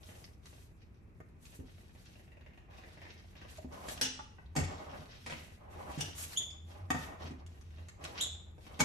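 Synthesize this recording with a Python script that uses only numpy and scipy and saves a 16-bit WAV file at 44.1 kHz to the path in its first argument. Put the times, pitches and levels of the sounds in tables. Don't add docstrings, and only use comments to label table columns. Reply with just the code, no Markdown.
import sys
import numpy as np
from scipy import signal
from scipy.fft import rfft, irfft, next_fast_len
from scipy.io import wavfile
from scipy.ndimage import uniform_filter1d

SR = 44100
rng = np.random.default_rng(int(sys.argv[2]) if len(sys.argv) > 2 else 0)


def bounce(signal):
    frames = np.transpose(np.atleast_2d(signal))
    limited = np.clip(frames, -1, 1)
    pcm = np.round(limited * 32767).astype(np.int16)
    wavfile.write(sys.argv[1], SR, pcm)


N = 389844
TIME = np.arange(N) / SR

# f/Hz, level/dB
RUBBER_EQ = [(300, 9.5), (2000, -2.5), (3500, -13.5), (7000, -36), (13000, -19)]
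# f/Hz, level/dB
RATTLE_EQ = [(300, -35), (1200, 8), (2100, 8.5), (3300, 5), (4500, 3), (5600, 3), (7200, 6.5), (9400, -1),
             (11300, -6), (13200, -24)]
# f/Hz, level/dB
METAL_EQ = [(500, 1.5), (1600, 6), (2100, 2.5), (2900, -1.5), (4400, 1.5), (5600, 16), (7000, -20),
            (8400, 15), (9600, -4), (11500, -4), (13500, -14)]
# f/Hz, level/dB
SNAP_EQ = [(200, 11), (700, 14.5), (1350, -0.5), (1900, 11.5), (2250, 1.5), (2700, 6.5), (3300, -10.5),
           (6000, -18.5), (9000, -25), (13000, -46)]


def undb(db):
    return 10 ** (np.asarray(db) / 20)


def along(points, hz):
    f, value = np.transpose(points)
    return np.interp(np.log(np.maximum(hz, 1)), np.log(f), value)


def colour(x, eq):
    size = next_fast_len(x.shape[-1] + SR // 20)
    gain = undb(along(eq, np.fft.rfftfreq(size, 1 / SR)))
    return irfft(rfft(x, size) * gain, size)[..., :x.shape[-1]]


def unit(x):
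    return x / np.sqrt(np.mean(x ** 2))


def crest(x):
    return x / np.sqrt(uniform_filter1d(x ** 2, size=220).max())


def wander(rate_hz, size=N):
    knots = rng.standard_normal(size=8192)
    return 1.24 * np.interp(TIME[:size] * rate_hz, np.arange(len(knots)), knots)


def add(track, s, x):
    i = int(s * SR)
    track[i:i + len(x)] += x[:max(N - i, 0)]


def contact(decay_ms, eq=None, rise_ms=0.43, grain_db=3):
    ms = TIME[:SR // 2] * 1e3
    grains = rng.standard_normal(len(ms)) * undb(grain_db * wander(2500, size=len(ms)))
    if eq is not None:
        grains = colour(grains, eq)
    return grains * (1 - np.exp(-(ms / rise_ms) ** 2)) * np.exp(-ms / decay_ms)


def ring(push, modes, detune_share=0.0033):
    t = TIME[:len(push)]
    body = 0
    for hz, t60, db in modes:
        detune, strength_db = rng.standard_normal(2)
        envelope = undb(db + strength_db - 60 * t / t60)
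        body = body + envelope * np.cos(2 * np.pi * hz * (1 + detune_share * detune) * t)
    return crest(signal.fftconvolve(push, body)[:len(push)])


def stereo(mid, side):
    # f/Hz, side minus mid/dB
    width = [(60, -11), (170, -10.5), (360, -6), (660, 0.5), (1200, 1), (2300, 0.5), (3600, -0.5),
             (5000, -2.5), (7200, -2.5), (9500, 8.5), (12000, -6)]
    power_ratio = [(hz, undb(db) ** 2) for hz, db in width]
    mid = colour(mid, [(hz, -10 * np.log10(1 + r)) for hz, r in power_ratio])
    side = colour(side, [(hz, -10 * np.log10(1 + 1 / r)) for hz, r in power_ratio])
    return np.array([mid + side, mid - side])


def room_tail(t60_share):
    # f/Hz, t60/s
    decay = [(80, 0.44), (250, 0.61), (700, 0.43), (2000, 0.66), (4000, 0.6), (7000, 0.51), (12000, 0.17)]
    t = TIME[:SR * 3 // 4]
    hz = np.fft.rfftfreq(len(t), 1 / SR)
    noise = rfft(rng.standard_normal(len(t)))
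    centres = np.geomspace(80, 12000, 9)
    tail = 0
    for f, share in zip(centres, np.eye(len(centres))):
        band = irfft(noise * along(np.c_[centres, share], hz), len(t))
        tail = tail + band * undb(-60 * t / (t60_share * along(decay, f)))
    tail = tail * (1 - np.exp(-t / 0.00086))
    return tail / np.linalg.norm(tail)


def in_room(x, tail_db, t60_share=1):
    # delay/ms, mid gain, side gain
    echoes = [(.35, 0.11, 0.014), (.9, -0.011, -0.25), (2.3, -0.13, 0.056), (4.1, 0.11, 0.75),
              (6.4, 0.15, -0.023), (9.3, -0.23, 0.62), (13.1, 0.23, 0.43)]
    mid, side = (undb(tail_db) * signal.fftconvolve(x, room_tail(t60_share))[:N] for _ in range(2))
    add(mid, 0, 0.74 * x)
    for ms, mid_gain, side_gain in echoes:
        add(mid, ms / 1e3, mid_gain * x)
        add(side, ms / 1e3, side_gain * x)
    return stereo(mid, side)


def ventilation(air_db=-56, hum_hz=81, drift_hz=5, waver_db=4.5):
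    # f/Hz, level/dB
    air_eq = [(15, -66), (25, -5.5), (81, 7.5), (130, -2.5), (164, -3.5), (244, -8), (270, -13),
              (361, -11.5), (578, -22.5), (1780, -29.5), (2630, -28.5), (3080, -54.5), (13000, -52)]
    # t/s, level/dB
    swell = [(0, -92), (3, -67.5), (5, -61.5), (6.5, -57.5), (8.84, -57)]
    air = unit(stereo(*colour(rng.standard_normal((2, N)), air_eq)))
    phase = 2 * np.pi * np.cumsum(hum_hz + drift_hz * wander(15)) / SR
    hum_db = np.interp(TIME, *np.transpose(swell)) + waver_db * wander(12)
    return undb(air_db) * air + undb(hum_db) * np.sqrt(2) * np.sin(phase)


def stroke(start, length, attack_s, release_s):
    swell = .5 + .5 * np.tanh((TIME - start - attack_s) / (2 * attack_s))
    return swell * np.exp(-np.maximum(TIME - start - length, 0) / release_s)


def friction(eq, band_hz, patchy_db, grain_db, slips_per_s=400, slip_db=-3):
    catch = undb(patchy_db * np.minimum(wander(45), 1.6))
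    grains = unit(undb(grain_db * wander(800)) * rng.standard_normal(N))
    slipping = rng.random(N) < slips_per_s / SR
    spread_db = 4 * np.clip(rng.standard_normal(N), -2, 2)
    slips = unit(slipping * undb(spread_db)) * rng.choice([-1, 1], N)
    rub = in_room(colour(catch * (grains + undb(slip_db) * slips), eq), tail_db=-5.5)
    band = signal.sosfilt(signal.butter(4, band_hz, "bandpass", fs=SR, output="sos"), rub)
    return rub / band.std()


def crinkles(per_s=41, spread_db=3, decay_s=0.0025):
    pops = (rng.random(N) < per_s / SR) * undb(spread_db * rng.uniform(-1.7, 1, N))
    envelope = signal.lfilter([1], [1, -np.exp(-1 / (decay_s * SR))], pops)
    bursts = envelope * rng.standard_normal(N)
    return unit(in_room(colour(bursts, SNAP_EQ), tail_db=-13.5))


def clothes(rest_swish_db=-84.5, rest_fibre_db=-86):
    # t/s, length/s, swish/dB, fibre hiss/dB
    moves = [(0, 0.25, -67, -66), (0.425, 0.2, -68, -67.5), (0.795, 0.034, -76, -100),
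             (1.416, 0.14, -69, -64), (1.643, 0.24, -68.5, -74), (1.895, 0.3, -69.5, -72.5),
             (2.713, 0.28, -67, -75), (2.92, 0.22, -64.5, -77), (3.167, 0.16, -69, -75),
             (3.355, 0.096, -62, -82), (3.472, 0.1, -60, -62.5), (3.712, 0.26, -61.5, -65),
             (3.862, 0.062, -50, -53), (4.66, 0.36, -64.5, -70.5), (5.086, 0.33, -58.5, -71.5),
             (5.307, 0.23, -67, -69), (5.701, 0.15, -64, -65.5), (5.883, 0.19, -55.5, -61.5),
             (6.167, 0.066, -60.5, -41.5), (6.285, 0.037, -50.5, -73), (6.67, 0.078, -63.5, -70.5),
             (6.901, 0.14, -58, -58), (7.195, 0.045, -52.5, -68), (7.46, 0.43, -72, -78),
             (8.017, 0.055, -57, -61.5), (8.148, 0.06, -50, -62), (8.597, 0.23, -65.5, -73.5)]
    # f/Hz, level/dB
    swish_eq = [(500, -21), (1400, 4.5), (2300, 4), (3800, 5), (6000, -0.5), (8000, -18), (13000, -43)]
    # f/Hz, level/dB
    fibre_eq = [(2500, -6.5), (5000, -4.5), (7800, 2.5), (9600, 3.5), (12600, -1.5), (14000, -21)]
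    swish_power, fibre_power = undb(rest_swish_db) ** 2, undb(rest_fibre_db) ** 2
    for s, length, swish_db, fibre_db in moves:
        speed = stroke(s, length, attack_s=0.012, release_s=0.066)
        swish_power = swish_power + (undb(swish_db) * speed) ** 2
        fibre_power = fibre_power + (undb(fibre_db) * speed) ** 2
    swish = friction(swish_eq, band_hz=(1800, 5000), patchy_db=3.5, grain_db=11) + crinkles()
    fibres = friction(fibre_eq, band_hz=(7000, 13000), patchy_db=3, grain_db=-1.5)
    return np.sqrt(swish_power) * swish + np.sqrt(fibre_power) * fibres


def pads(rest_db=-78.5):
    # t/s, length/s, level/dB
    rubs = [(0, 0.2, -66), (1.936, 0.027, -93), (2.685, 0.12, -59.5), (2.99, 0.037, -66),
            (3.31, 0.21, -64.5), (3.718, 0.098, -46.5), (4.678, 0.1, -49.5), (4.874, 0.076, -50.5),
            (5.602, 0.092, -56), (5.715, 0.23, -49), (6.158, 0.34, -63), (6.686, 0.035, -53.5),
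            (7.052, 0.084, -47.5), (7.227, 0.057, -57), (7.76, 0.028, -62), (7.985, 0.15, -49),
            (8.673, .17, -56.5)]
    # f/Hz, level/dB
    rub_eq = [(25, -36), (60, 5), (130, -7), (330, -7.5), (520, -4), (800, -1.5), (1100, -6), (1500, -13),
              (3000, -25), (8000, -62)]
    power = undb(rest_db) ** 2
    for s, length, db in rubs:
        power = power + (undb(db) * stroke(s, length, attack_s=0.011, release_s=0.12)) ** 2
    return np.sqrt(power) * friction(rub_eq, band_hz=(400, 1300), patchy_db=4, grain_db=2.5)


def snaps(events, eq, decay_ms, tail_db):
    out = np.zeros(N)
    for s, db in events:
        add(out, s, undb(db) * crest(contact(decay_ms, eq)))
    return in_room(out, tail_db)


def ticks():
    # t/s, level/dB
    hits = [(.088, -67), (0.457, -49), (1.453, -51.5), (2.054, -60), (2.085, -64), (3.573, -49.5),
            (3.725, -56), (3.885, -36.5), (3.897, -44.5), (5.916, -50), (6.149, -52), (6.181, -44),
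            (6.237, -43.5), (7.463, -52.5), (7.611, -55.5), (7.705, -69), (7.885, -46.5), (8.040, -38)]
    return snaps(hits, RATTLE_EQ, decay_ms=3, tail_db=-7.5)


def light_knock():
    # t/s, level/dB
    hits = [(1.203, -43.5)]
    # f/Hz, level/dB
    knock_eq = [(150, -7), (600, 12), (1300, -5), (2200, -5), (3500, -31), (9000, -25), (13000, -38)]
    return snaps(hits, knock_eq, decay_ms=2.6, tail_db=-8)


def creaks(ring_db=-4):
    # t/s, level/dB
    slips = [(0.089, -52.5), (1.950, -57.5), (2.155, -56.5), (2.194, -58.5), (2.277, -60.5), (2.318, -57.5),
             (2.370, -55.5), (2.41, -58.5), (2.462, -52.5), (2.534, -59.5), (2.575, -54.5), (2.707, -58),
             (2.736, -56), (2.783, -51.5), (2.815, -56), (2.836, -51), (2.858, -59), (2.973, -53),
             (3.016, -49.5), (3.052, -51), (3.066, -54), (3.353, -54.5), (3.414, -51.5), (6.323, -53),
             (7.783, -54), (8.666, -48)]
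    # f/Hz, t60/s, level/dB
    joint_modes = [(1900, 0.008, -8), (2300, 0.0062, 1.5), (2665, 0.017, -5)]
    out = np.zeros(N)
    for s, db in slips:
        snap = crest(contact(3.4, SNAP_EQ))
        joint = ring(contact(1.34), joint_modes, detune_share=0.03)
        add(out, s, undb(db) * (snap + undb(ring_db) * joint))
    return in_room(out, tail_db=-2)


def squeaks(scoop_ms=6, harmonics_db=(0, 1, -6), skip_db=-20, rasp_db=-26, chatter_db=4):
    # t/s, final f/Hz, scoop/share of f, level/dB, length/ms, roughness, tilt/dB per harmonic
    slides = [(6.361, 3395, 0.17, -40.5, 10.4, 0.3, 2), (6.3725, 3513, 0.03, -24.5, 6.7, 0.3, -1),
              (6.385, 3450, 0, -34.5, 15.2, 0.54, -8), (6.501, 3510, 0.56, -55, 7, 0.4, 13),
              (8.198, 3450, 0.23, -35, 17, 0.5, -2), (8.209, 3600, 0.05, -27.5, 8.6, 1.16, 0.5),
              (8.221, 3585, 0, -30.5, 21, 0.94, -0.5), (8.232, 3508, 0.06, -38.5, 52, 0.2, -5)]
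    out, t_ms = np.zeros(N), TIME[:SR // 4] * 1e3
    for s, hz, scoop, db, length_ms, rough, tilt_db in slides:
        jitter = rough * 0.036 * unit(uniform_filter1d(rng.standard_normal(len(t_ms)), size=45))
        pitch_hz = hz * (1 - scoop * np.exp(-t_ms / scoop_ms) + jitter)
        phase = 2 * np.pi * np.cumsum(pitch_hz) / SR
        locked = 1 - np.exp(-t_ms / scoop_ms / 2) * np.clip(6 * scoop, 0, 1)
        tone = sum(undb(harmonic_db) * (undb(tilt_db) * locked) ** (k - 1) * np.sin(k * phase)
                   for k, harmonic_db in enumerate(harmonics_db, 1))
        skipping = undb(skip_db) * locked * np.sin(1.5 * phase)
        rasp = undb(rasp_db) * unit(colour(rng.standard_normal(len(t_ms)), METAL_EQ))
        swell = np.sin(np.pi * np.minimum(t_ms / length_ms, 1))
        chatter = undb(chatter_db * wander(511, size=len(t_ms)))
        squeal = tone + rough ** 2 * skipping + rough * rasp
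        add(out, s, undb(db) * crest(swell * chatter * squeal))
    return in_room(out, tail_db=-4.5, t60_share=0.84)


def clacks(frame_hz=257.4, frame_t60_s=0.58):
    # t/s, tube ring/dB, crack/dB, frame hum/dB, rise/ms, decay/ms
    hits = [(4.012, -34.5, -23, -39, 1.3, 1.74), (4.026, -33, -33.5, -44.5, 4.8, 2),
            (4.046, -34, -49, -66, 2.1, 8), (5.997, -47, -47, -65, 6.3, 4.4),
            (6.006, -32, -34.5, -64, 3, 2.7)]
    # f/Hz, t60/s, level/dB
    tube_modes = [(430, 0.09, -12), (850, 0.026, -4.5), (1310, 0.11, -11.5), (1660, 0.02, -16),
                  (2540, 0.027, -13.5), (2805, 0.073, -0.5), (2930, 0.037, 5.5), (3021, 0.06, -1.5),
                  (3320, 0.05, -4), (3540, 0.053, -4), (4090, 0.04, -10.5), (5040, 0.03, -12),
                  (5570, 0.044, 0), (5860, 0.038, -0.5), (6130, 0.025, 0), (6620, 0.049, -2)]
    metal, hum = np.zeros((2, N))
    t = TIME[:SR // 2]
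    frame = np.sin(2 * np.pi * frame_hz * t) * undb(-60 * t / frame_t60_s)
    for s, ring_db, crack_db, frame_db, rise_ms, decay_ms in hits:
        tubes = ring(contact(decay_ms, rise_ms=rise_ms), tube_modes, detune_share=0.0026)
        crack = crest(contact(decay_ms, METAL_EQ, rise_ms))
        add(metal, s, undb(ring_db) * tubes + undb(crack_db) * crack)
        add(hum, s, undb(frame_db) * frame)
    return in_room(metal, tail_db=-5, t60_share=0.9) + hum


def thud(decay_ms, pitch_hz, push_ms=1, settling_db=-26, fall_db_per_octave=18):
    # f/Hz, t60/s, level/dB
    joist_modes = [(84.6, 0.12, -2.5), (151.7, 0.11, -1.5), (165.6, 0.057, 1.5), (222.5, 0.11, -3.5),
                   (255, 0.11, 6), (290.6, 0.089, 1), (360, 0.16, 5.5)]
    age = TIME[:SR // 2] * 1e3 / push_ms
    push = age * np.exp(-age)
    settling = crest(signal.fftconvolve(contact(decay_ms), push)[:len(push)])
    modes = [(hz, t60, db - fall_db_per_octave * abs(np.log2(hz / pitch_hz)))
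             for hz, t60, db in joist_modes]
    boom = ring(push + undb(settling_db) * settling, modes)
    return crest(signal.sosfilt(signal.butter(2, [55, 450], "bandpass", fs=SR, output="sos"), boom))


def bare_foot(flatten_ms=30):
    # t/s, thud/dB, thud f/Hz, sole thump/dB, skin pat/dB, decay/ms
    landings = [(1.590, -40.5, 84, -48, -82, 13), (4.993, -47.5, 172, -66, -72, 4.8),
                (5.262, -58, 91, -54, -37.5, 6.1), (5.279, -61, 150, -58, -43, 3.6),
                (5.298, -51.5, 151, -63, -36.5, 13), (5.324, -52, 170, -53, -34.5, 11.7),
                (7.245, -43, 224, -54, -61, 30), (7.307, -42, 211, -51.5, -52, 7.5),
                (8.037, -53, 149, -61, -53, 2.6)]
    # f/Hz, level/dB
    sole_eq = [(100, -34), (220, 2.5), (400, -1.5), (560, -9), (850, -15), (2500, -48)]
    # f/Hz, level/dB
    skin_eq = [(150, -10), (700, -1), (1400, -4), (2200, -2.5), (3500, -10.5), (6000, -14.5), (9000, -14.5),
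               (13000, -42)]
    out = np.zeros(N)
    for s, thud_db, thud_hz, sole_db, pat_db, decay_ms in landings:
        add(out, s, undb(thud_db) * thud(decay_ms, thud_hz))
        add(out, s, undb(sole_db) * crest(colour(contact(flatten_ms, rise_ms=1), sole_eq)))
        add(out, s, undb(pat_db) * crest(contact(decay_ms, skin_eq, rise_ms=0.52, grain_db=5)))
    return in_room(out, tail_db=-6)


def tip_taps(t60_s=0.041, upper_ratio=1.4):
    # t/s, board f/Hz, level/dB, upper mode against the note/dB
    touches = [(3.582, 643, -43.5, -22), (4.190, 844, -38.5, -3)]
    out = np.zeros(N)
    for s, hz, db, upper_db in touches:
        modes = [(hz, t60_s, 0), (hz * upper_ratio, t60_s, upper_db)]
        add(out, s, undb(db) * ring(contact(3.3, RUBBER_EQ, rise_ms=1.8), modes))
    return in_room(out, tail_db=-9.5)


def tip_landings(joints_db=-3, pins_db=-4):
    # t/s, thud/dB, thud f/Hz, board knock/dB, rattle/dB, decay/ms
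    landings = [(3.645, -41, 342, -48.5, -76, 1.6), (4.383, -80, 150, -50.5, -98, 2.3),
                (4.551, -64, 200, -38.5, -45, 4.4), (4.561, -34.5, 250, -31.5, -29.5, 3.9),
                (4.567, -32, 155, -40.5, -45, 5.8), (4.581, -29.5, 135, -36.5, -37, 5.8),
                (4.603, -30.5, 93, -41.5, -44, 3.9), (4.636, -47, 110, -49, -42, 2.5),
                (5.975, -33.5, 143, -55, -46, 12), (6.903, -37, 210, -25, -31.5, 2.27),
                (6.944, -33.5, 194, -35, -49, 2.4), (8.580, -70, 150, -51, -68, 1.8),
                (8.790, -50, 250, -34, -32.5, 7.2), (8.801, -38, 260, -26.5, -23, 3.2),
                (8.806, -28, 149, -31, -24, 2), (8.817, -33.5, 254, -47, -51, 1.6)]
    # f/Hz, t60/s, level/dB
    board_modes = [(374, 0.03, -22.5), (470, 0.02, 1), (620, 0.02, 5.5), (744, 0.068, 4), (837, 0.022, 13),
                   (1010, 0.02, 2), (1225, 0.008, 7.5), (1510, 0.03, 5.5), (1870, 0.019, 11),
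                   (2260, 0.0087, -4.5), (2616, 0.027, 10)]
    # f/Hz, t60/s, level/dB
    pin_modes = [(2153, 0.02, -2.5), (2267, 0.017, -4), (5380, 0.014, -3), (6250, 0.013, -3),
                 (6880, 0.0096, -2), (7380, 0.022, -4), (8380, 0.022, -4.5)]
    thuds, clatter = np.zeros((2, N))
    for s, thud_db, thud_hz, knock_db, rattle_db, decay_ms in landings:
        rise_ms = 0.8 * decay_ms
        add(thuds, s, undb(thud_db) * thud(decay_ms, thud_hz))
        knock = ring(contact(decay_ms, RUBBER_EQ, rise_ms), board_modes, detune_share=0.013)
        joints = crest(contact(decay_ms, RATTLE_EQ, rise_ms))
        pins = ring(contact(decay_ms, rise_ms=rise_ms), pin_modes, detune_share=0.011)
        rattle = undb(joints_db) * joints + undb(pins_db) * pins
        add(clatter, s, undb(knock_db) * knock + undb(rattle_db) * rattle)
    return in_room(thuds, tail_db=-5) + in_room(clatter, tail_db=-5)


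def scene():
    crutches = tip_landings() + tip_taps() + clacks() + squeaks() + creaks()
    small_sounds = ticks() + light_knock()
    return crutches + bare_foot() + small_sounds + pads() + clothes() + ventilation()


def record(dry):
    return signal.sosfilt(signal.ellip(10, .2, 70, 13300, fs=SR, output="sos"), dry)


dry = scene()
out = record(dry)
bounce(out)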